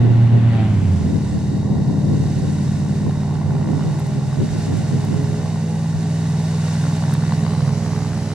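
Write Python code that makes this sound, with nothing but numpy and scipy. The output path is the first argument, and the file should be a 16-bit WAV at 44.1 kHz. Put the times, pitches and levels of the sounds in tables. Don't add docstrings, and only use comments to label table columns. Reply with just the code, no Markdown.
import sys
import numpy as np
from scipy import signal
from scipy.fft import rfft, irfft
from scipy.io import wavfile

SR = 44100
rng = np.random.default_rng(int(sys.argv[2]) if len(sys.argv) > 2 else 0)


def waveform_to_disk(signal):
    frames = np.transpose(np.atleast_2d(signal))
    scaled = np.clip(frames, -1, 1) * 32767
    samples = np.round(scaled).astype(np.int16)
    wavfile.write(sys.argv[1], SR, samples)


N = 367794
T = np.arange(N) / SR
HZ = np.fft.rfftfreq(N, 1 / SR)


def amp(db):
    return 10 ** (np.asarray(db) / 20)


def unit(x):
    return x / np.sqrt(np.mean(x ** 2) + 1e-20)


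def follow(table):
    s, *columns = np.transpose(table)
    return [np.interp(T, s, column) for column in columns]


def read(points, hz):
    f, value = np.transpose(points)
    return np.interp(np.log(hz + 1e-3), np.log(f + 1e-3), value)


def drift(rate_hz):
    count = 2048
    hz = np.fft.rfftfreq(count, N / SR / count)
    slow = irfft(rfft(rng.standard_normal(count)) * np.exp(-(hz / rate_hz) ** 2))
    return np.interp(T, np.linspace(0, T[-1], count), unit(slow))


def noise(spectrum):
    white = rng.standard_normal((2, N))
    return unit(irfft(rfft(white) * amp(read(spectrum, HZ)), N))


# (f/Hz, correlation 0-1 before focus)
LIKENESS = [(60, .97), (300, .95), (700, .92), (1400, .86), (3000, .72), (7000, .66), (11000, .55),
            (15000, .3)]


def airborne(spectrum, focus):
    a, b = rfft(noise(spectrum))
    same = np.clip(read(LIKENESS, HZ) * focus, 0, .99)
    return irfft(np.array([a, same * a + np.sqrt(1 - same ** 2) * b]), N)


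def fading_tone(turns, db, scatter, rate_hz):
    angle = 2 * np.pi * turns
    in_phase = (1 + scatter * drift(rate_hz)) * np.cos(angle)
    quadrature = scatter * drift(rate_hz) * np.sin(angle)
    return amp(db) * (in_phase + quadrature) * np.sqrt(2 / (1 + 2 * scatter ** 2))


def swells(table):
    power = np.zeros(N)
    for s, db, length_s in table:
        power += amp(2 * db) * np.exp(-2 * ((T - s) / length_s) ** 2)
    return np.sqrt(power)


# (t/s, blade rate f/Hz, first tone level/dB)
FAR_THROTTLE = [(0, 117, -11), (.5, 115.4, -13.5), (.68, 108.2, -20), (.9, 91.07, -15.5), (1, 85.57, -18.5),
                (1.1, 80.9, -34), (1.3, 72.8, -32), (1.7, 66.9, -55), (8.34, 69, -50.5)]
# (multiple of the blade rate, level/dB before sag, flare and resonance)
FAR_OVERTONES = [(2, -26.5), (3, -36.5), (4, -53.5), (5, -45), (6, -43.5), (7, -51), (8, -62), (12, -65.5)]
FLARE_S, FLARE_LENGTH_S, FLARE_DB = 0.597, 0.1, 5


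def far_boat(roar_db=-39.5, roar_sag_db=13, overtones_db=-2.0, overtones_sag_db=3.5,
             ring_hz=785, ring_width_hz=35, ring_db=10, scatter=0.31):
    blade_hz, first_db = follow(FAR_THROTTLE)
    slack = (blade_hz.max() - blade_hz) / np.ptp(blade_hz)
    flare_db = FLARE_DB * np.exp(-((T - FLARE_S) / FLARE_LENGTH_S) ** 2)
    turns = np.cumsum(blade_hz) / SR
    drone = fading_tone(turns, first_db, .04, 6)
    overtone_gain_db = overtones_db - overtones_sag_db * slack + flare_db
    for k in range(2, 13):
        lift_db = ring_db * np.exp(-((k * blade_hz - ring_hz) / ring_width_hz) ** 2)
        level_db = read(FAR_OVERTONES, k) + overtone_gain_db + lift_db
        drone += fading_tone(k * turns + rng.random(), level_db, scatter, 5)
    roar = airborne([(200, -33), (700, 2.5), (1300, 2.5), (2000, 2.0), (3300, -2), (4500, -13),
                     (7000, -42.5), (14000, -51)], 0.61)
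    blade_pulse = 1 + 0.22 * np.cos(2 * np.pi * turns)
    return drone + roar * amp(roar_db - roar_sag_db * slack + flare_db) * blade_pulse


# (t/s, four-stroke cycle rate f/Hz)
ENGINE_SPEED = [(0, 17.66), (1.5, 18.19), (2.6, 18.39), (3.5, 18.88), (4, 19.26), (5, 19.87), (6, 20.16),
                (8.34, 20.16)]
# (multiple of the cycle rate, slow level/dB, cruise level/dB), before heading
EXHAUST_LINES = [(3, -44, -47), (4, -58, -44), (5, -29.5, -26), (6, -34.5, -32), (7, -41, -28.5),
                 (8, -23, -23.5), (9, -28, -40), (10, -54, -38), (11, -26.5, -32), (12, -51, -56),
                 (13, -36, -40.5), (14, -67, -47), (15, -47.5, -55), (16, -38.5, -76), (18, -49.5, -46.5)]
# (t/s, firing line level/dB, lope of the uneven banks level/dB), added to the lines
EXHAUST_HEADING = [(0, -7.5, -5.5), (.7, -8, 1.5), (1.2, -7, 0.5), (2, -1, 0), (3, -0.5, .5),
                   (3.85, 1, -4.5), (4.25, -4.5, -7), (4.7, -0.5, -2.2), (5.1, -2, -1.5), (5.6, 1, -5),
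                   (6.2, 2.5, -2.5), (7.4, 2, -1.5), (8.34, -5, -3)]
SLOW_HZ, CRUISE_HZ, FIRST_THROB_S = 18.4, 20.1, .036


def exhaust(pipe_hz=160, pipe_width_hz=32):
    speed_hz, = follow(ENGINE_SPEED)
    firing_db, lope_db = follow(EXHAUST_HEADING)
    turns = np.cumsum(speed_hz) / SR - FIRST_THROB_S * speed_hz[0]
    cruise = np.clip((speed_hz - SLOW_HZ) / (CRUISE_HZ - SLOW_HZ), 0, 1)
    out = np.zeros(N)
    for k, slow_db, cruise_db in EXHAUST_LINES:
        heading_db = firing_db if k == 8 else lope_db
        line_db = slow_db + cruise * (cruise_db - slow_db) + heading_db
        lag = np.arctan(2 * (k * speed_hz - pipe_hz) / pipe_width_hz) / np.pi
        out += fading_tone(k * turns - lag, line_db, .04, 5)
    return out


# (multiple of the blade rate, level/dB at cruise)
NEAR_BLADE_TONES = [(1, -51.5), (2, -28.5), (3, -35), (4, -42), (5, -50.5), (6, -41.5), (7, -49.5),
                    (8, -49), (9, -48.5), (10, -51), (11, -51.5), (12, -50.5), (14, -62), (16, -58),
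                    (20, -70)]
# (t/s, overall level/dB, tip crackle level/dB on top of that)
TORN_AIR_LEVEL = [(0, -35, -14), (1.4, -38.5, -13), (1.75, -35, -18), (2.4, -38, -11.5), (3, -37.5, -5.5),
                  (3.6, -34, -6.5), (4.45, -40, -4), (5.2, -37, -3.5), (5.75, -39, -9.5), (7.25, -37, 0),
                  (7.7, -37.5, -2.5), (8.34, -40, -1.5)]
# (f/Hz, relative level/dB per Hz)
RASP_COLOUR = [(60, -3), (200, 11.5), (400, 4), (800, 4.5), (1100, 0), (1500, -17), (2000, -8),
               (3000, -25.5), (5000, -21.5), (9000, -35.5), (16000, -63)]
# (f/Hz, relative level/dB per Hz)
SNAP_COLOUR = [(300, -33), (900, -3), (1400, 5), (2100, -5.5), (3300, -6.5), (4500, -8), (7000, -35),
               (14000, -50)]
BLADES_PER_CYCLE = 3.49


def propeller(rasp_db=-1.0, chop=0.22, brighten_db=5, snap_db=-3, snap_growth=3.4,
              crack_turns=0.15, uneven_db=2):
    speed_hz, = follow(ENGINE_SPEED)
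    turns = BLADES_PER_CYCLE * np.cumsum(speed_hz) / SR
    level_db, crackle_db = follow(TORN_AIR_LEVEL)
    slack = (CRUISE_HZ - speed_hz) / (CRUISE_HZ - SLOW_HZ)
    tones = np.zeros(N)
    for k in range(1, 21):
        tone_db = read(NEAR_BLADE_TONES, k) - brighten_db * slack * (k > 7)
        tones += fading_tone(k * turns + rng.random(), tone_db, .12 * k + .15, 3 + .6 * k)
    chopping = unit(np.exp(chop * np.cos(2 * np.pi * turns)))
    rasp = airborne(RASP_COLOUR, 1) * chopping * amp(rasp_db)
    since_pass = turns % 1
    cracks = np.exp(-since_pass / crack_turns) * (1 - np.exp(-since_pass / .04))
    cracks = unit(cracks * amp(uneven_db * drift(22)))
    crackle = airborne([(250, -17), (600, 2.5), (1000, 4.0), (1550, -6.5), (2200, -11),
                        (3500, -25.5), (9000, -38)], 0.93) * amp(crackle_db)
    snap = airborne(SNAP_COLOUR, 0.72) * amp(snap_db + snap_growth * crackle_db)
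    return tones + amp(level_db) * (rasp + cracks * (crackle + snap))


# (t/s, level/dB before level_db)
TREE_LEVEL = [(0, -53.5), (.45, -53.5), (.95, -47), (1.4, -47.5), (1.7, -51), (2, -49.5), (2.25, -45.5),
              (2.75, -45), (3.05, -48), (3.6, -50), (3.85, -46), (4.25, -46.5), (4.6, -42.5), (5.85, -46),
              (6.75, -40.5), (7.4, -43), (8.34, -44)]
# (f/Hz, relative level/dB per Hz)
LEAF_COLOUR = [(300, -27), (1500, 8), (2600, 6), (4000, 2.5), (5500, 3.5), (7500, 2.5), (9400, -2),
               (11000, -9), (12000, -14.5), (14000, -22.5), (16000, -20)]


def tree(level_db=3.5, flutter_db=.5):
    swell_db, = follow(TREE_LEVEL)
    return airborne(LEAF_COLOUR, 0.96) * amp(swell_db + level_db + flutter_db * drift(23))


# (t/s, level/dB before level_db)
BREEZE_LEVEL = [(0, -38), (3.8, -41), (5.2, -42), (6.3, -53), (8.34, -63)]
# (t/s, peak level/dB before level_db, half length/s)
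GUST_SWELLS = [(.07, -30, 0.089), (.36, -28.5, 0.032), (.55, -42, 0.092), (1.12, -31, 0.11),
               (1.35, -30, 0.026), (1.54, -32.5, .05), (1.75, -31.5, 0.11), (1.94, -31.5, 0.091),
               (2.15, -29, 0.11), (2.44, -31.5, 0.1), (2.88, -43, .06), (3.07, -33, 0.033),
               (3.53, -35, 0.091), (3.73, -30.5, 0.085), (3.87, -31.5, 0.046), (4.18, -34, 0.039),
               (4.42, -26, .04), (4.57, -33.5, 0.039), (4.74, -31, 0.069), (4.95, -32, 0.043),
               (5.14, -32.5, 0.092)]
# (t/s, left minus right level/dB)
WIND_BALANCE = [(0, 0), (1.8, 3.5), (2.6, -0.5), (3.2, -3.5), (4, -2), (4.6, 0), (5.2, -8.5), (6.2, -4)]
# (f/Hz, relative level/dB per Hz)
RUMBLE_COLOUR = [(15, -30), (32, -16.5), (45, -32), (70, -18.5), (100, 0.5), (190, -4), (260, -6),
                 (400, -14.5), (600, -25.5), (1000, -44.5), (2500, -59), (8000, -82)]


def buffeting(level_db=10.5, lump_db=2.0, crest_db=-12, crest_growth=0.99):
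    breeze_db, = follow(BREEZE_LEVEL)
    gust_db = 20 * np.log10(np.hypot(amp(breeze_db), swells(GUST_SWELLS)))
    side_db, = follow(WIND_BALANCE)
    lumps = np.array([unit(amp(lump_db * drift(29))) * amp(sign * side_db / 2) for sign in (1, -1)])
    rumble = noise(RUMBLE_COLOUR) * amp(gust_db + level_db)
    crest = noise([(100, -31.0), (250, -0.5), (450, 10.0), (900, -19), (2500, -45.0), (8000, -63)])
    strongest_db = gust_db.max()
    crest *= amp(strongest_db + crest_db + crest_growth * (gust_db - strongest_db))
    return lumps * (rumble + crest)


# (t/s, peak rms level/dB, half length/s)
THUMP_SWELLS = [(0.249, -23, 0.024), (1.78, -26, .03), (2.26, -23, 0.027), (3.47, -27, 0.035),
                (4.029, -28, 0.017), (4.51, -26, 0.011), (5.973, -30, 0.045)]


def thumps():
    return swells(THUMP_SWELLS) * noise([(15, -32), (35, -23), (60, -2), (90, 6.5), (140, -11),
                                         (250, -22), (800, -65), (8000, -120)])


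# (t/s, peak level/dB before level_db, left minus right level/dB)
TICK_TIMES = [(3.997, -40, 8), (4.068, -43, 4), (4.772, -45, 0), (5.05, -41, 8), (5.235, -47, 0),
              (7.115, -45, -8), (7.138, -32, -12)]
# (f/Hz, relative level/dB per Hz)
TICK_COLOUR = [(2000, -30), (6000, -4), (8000, -1), (11500, 0), (13000, -8), (16000, -15)]


def ticks(level_db=3, decay_s=0.0016):
    envelope = np.zeros((2, N))
    for s, db, pan_db in TICK_TIMES:
        sides = amp([[db + pan_db / 2], [db - pan_db / 2]])
        envelope += sides * (T >= s) * np.exp(-abs(T - s) / decay_s)
    return amp(level_db) * noise(TICK_COLOUR) * envelope


# (f/Hz, width f/Hz, left level/dB, right level/dB), at depth 1 and stretch 1
HOUSING_PEAKS = [(1269, 55, -15.5, -9.5), (1658, 110, -10, -2), (1816, 180, 2.5, 2.5),
                 (2310, 215, -4.5, -10), (2555, 120, -4, -1.5), (3187, 193, -4.5, -15), (3820, 103, 0, 11),
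                 (3880, 130, 8, -8), (4480, 140, 1, 3.5), (4840, 120, -0.5, -4), (5060, 110, -3, -0.5),
                 (5230, 89, 6, 3), (6360, 180, 3.5, 1.5), (8670, 220, -1, 1.5)]
# (t/s, depth of the housing's colour 0-1.5)
HAND_DEPTH = [(0, 0.9), (.8, 0), (1.15, 0.94), (1.75, 1.5), (2.4, 1), (3.5, 0.9), (4.8, 0.82), (7.1, 0.8),
              (7.45, .9), (7.8, 0.4)]
# (t/s, echo delay/ms, echo strength 0-1, factor on that port's peak pitches)
RIGHT_PORT_HAND = [(0, 1.33, 0, 1), (1.15, 1.33, .22, 1), (7.1, 1.33, .2, 1), (7.25, .53, .25, 1.01),
                   (7.45, .26, .25, 1.05), (7.8, .172, .45, 1.08), (8.34, .2, .25, 1.08)]


def housing(x):
    depth, = follow(HAND_DEPTH)
    delay_ms, strength, stretch = follow(RIGHT_PORT_HAND)
    hz, s, z = signal.stft(x, SR, nperseg=1024)
    port_stretch = np.array([np.ones(len(s)), np.interp(s, T, stretch)])
    hz = hz[:, None] / port_stretch[:, None]
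    colour_db = 0
    for f, width, left_db, right_db in HOUSING_PEAKS:
        sides_db = np.array([left_db, right_db])[:, None, None]
        colour_db = colour_db + sides_db * np.exp(-((hz - f) / width) ** 2)
    coloured = z * amp(colour_db * np.interp(s, T, depth))
    left, right = signal.istft(coloured, SR, nperseg=1024)[1][:, :N]
    echo = np.interp(T - delay_ms / 1000, T, right)
    return np.array([left, right + strength * echo])


# (f/Hz, left minus right level/dB)
PORT_TILT = [(60, -4), (200, 0.8), (400, -0.5), (700, -2.5), (1300, 2), (2400, 2), (4400, -4), (8000, 0.5),
             (15000, -2.5)]
# (f/Hz, angle/rad by which left leads)
PORT_LEAD = [(20, 0), (100, -.16), (160, -.14), (250, -.05), (700, -.35), (1500, -.4), (4000, -.95),
             (8000, -1.75), (15000, -2.6)]


def ports(x):
    hz = np.fft.rfftfreq(2 * N, 1 / SR)
    half = amp(read(PORT_TILT, hz) / 2) * np.exp(.5j * read(PORT_LEAD, hz))
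    return irfft(rfft(x, 2 * N) * np.array([half, 1 / half]))[:, :N]


def scene():
    through_air = far_boat() + exhaust() + propeller() + tree()
    return ports(housing(through_air)) + buffeting() + thumps() + ticks()


def record(dry, edge_hz=15750):
    faded = dry * signal.windows.tukey(N, .001)
    low_pass = signal.firwin(511, edge_hz, window=("kaiser", 9), fs=SR)
    return signal.oaconvolve(faded, low_pass[None], "same")


dry = scene()
out = record(dry)
waveform_to_disk(out)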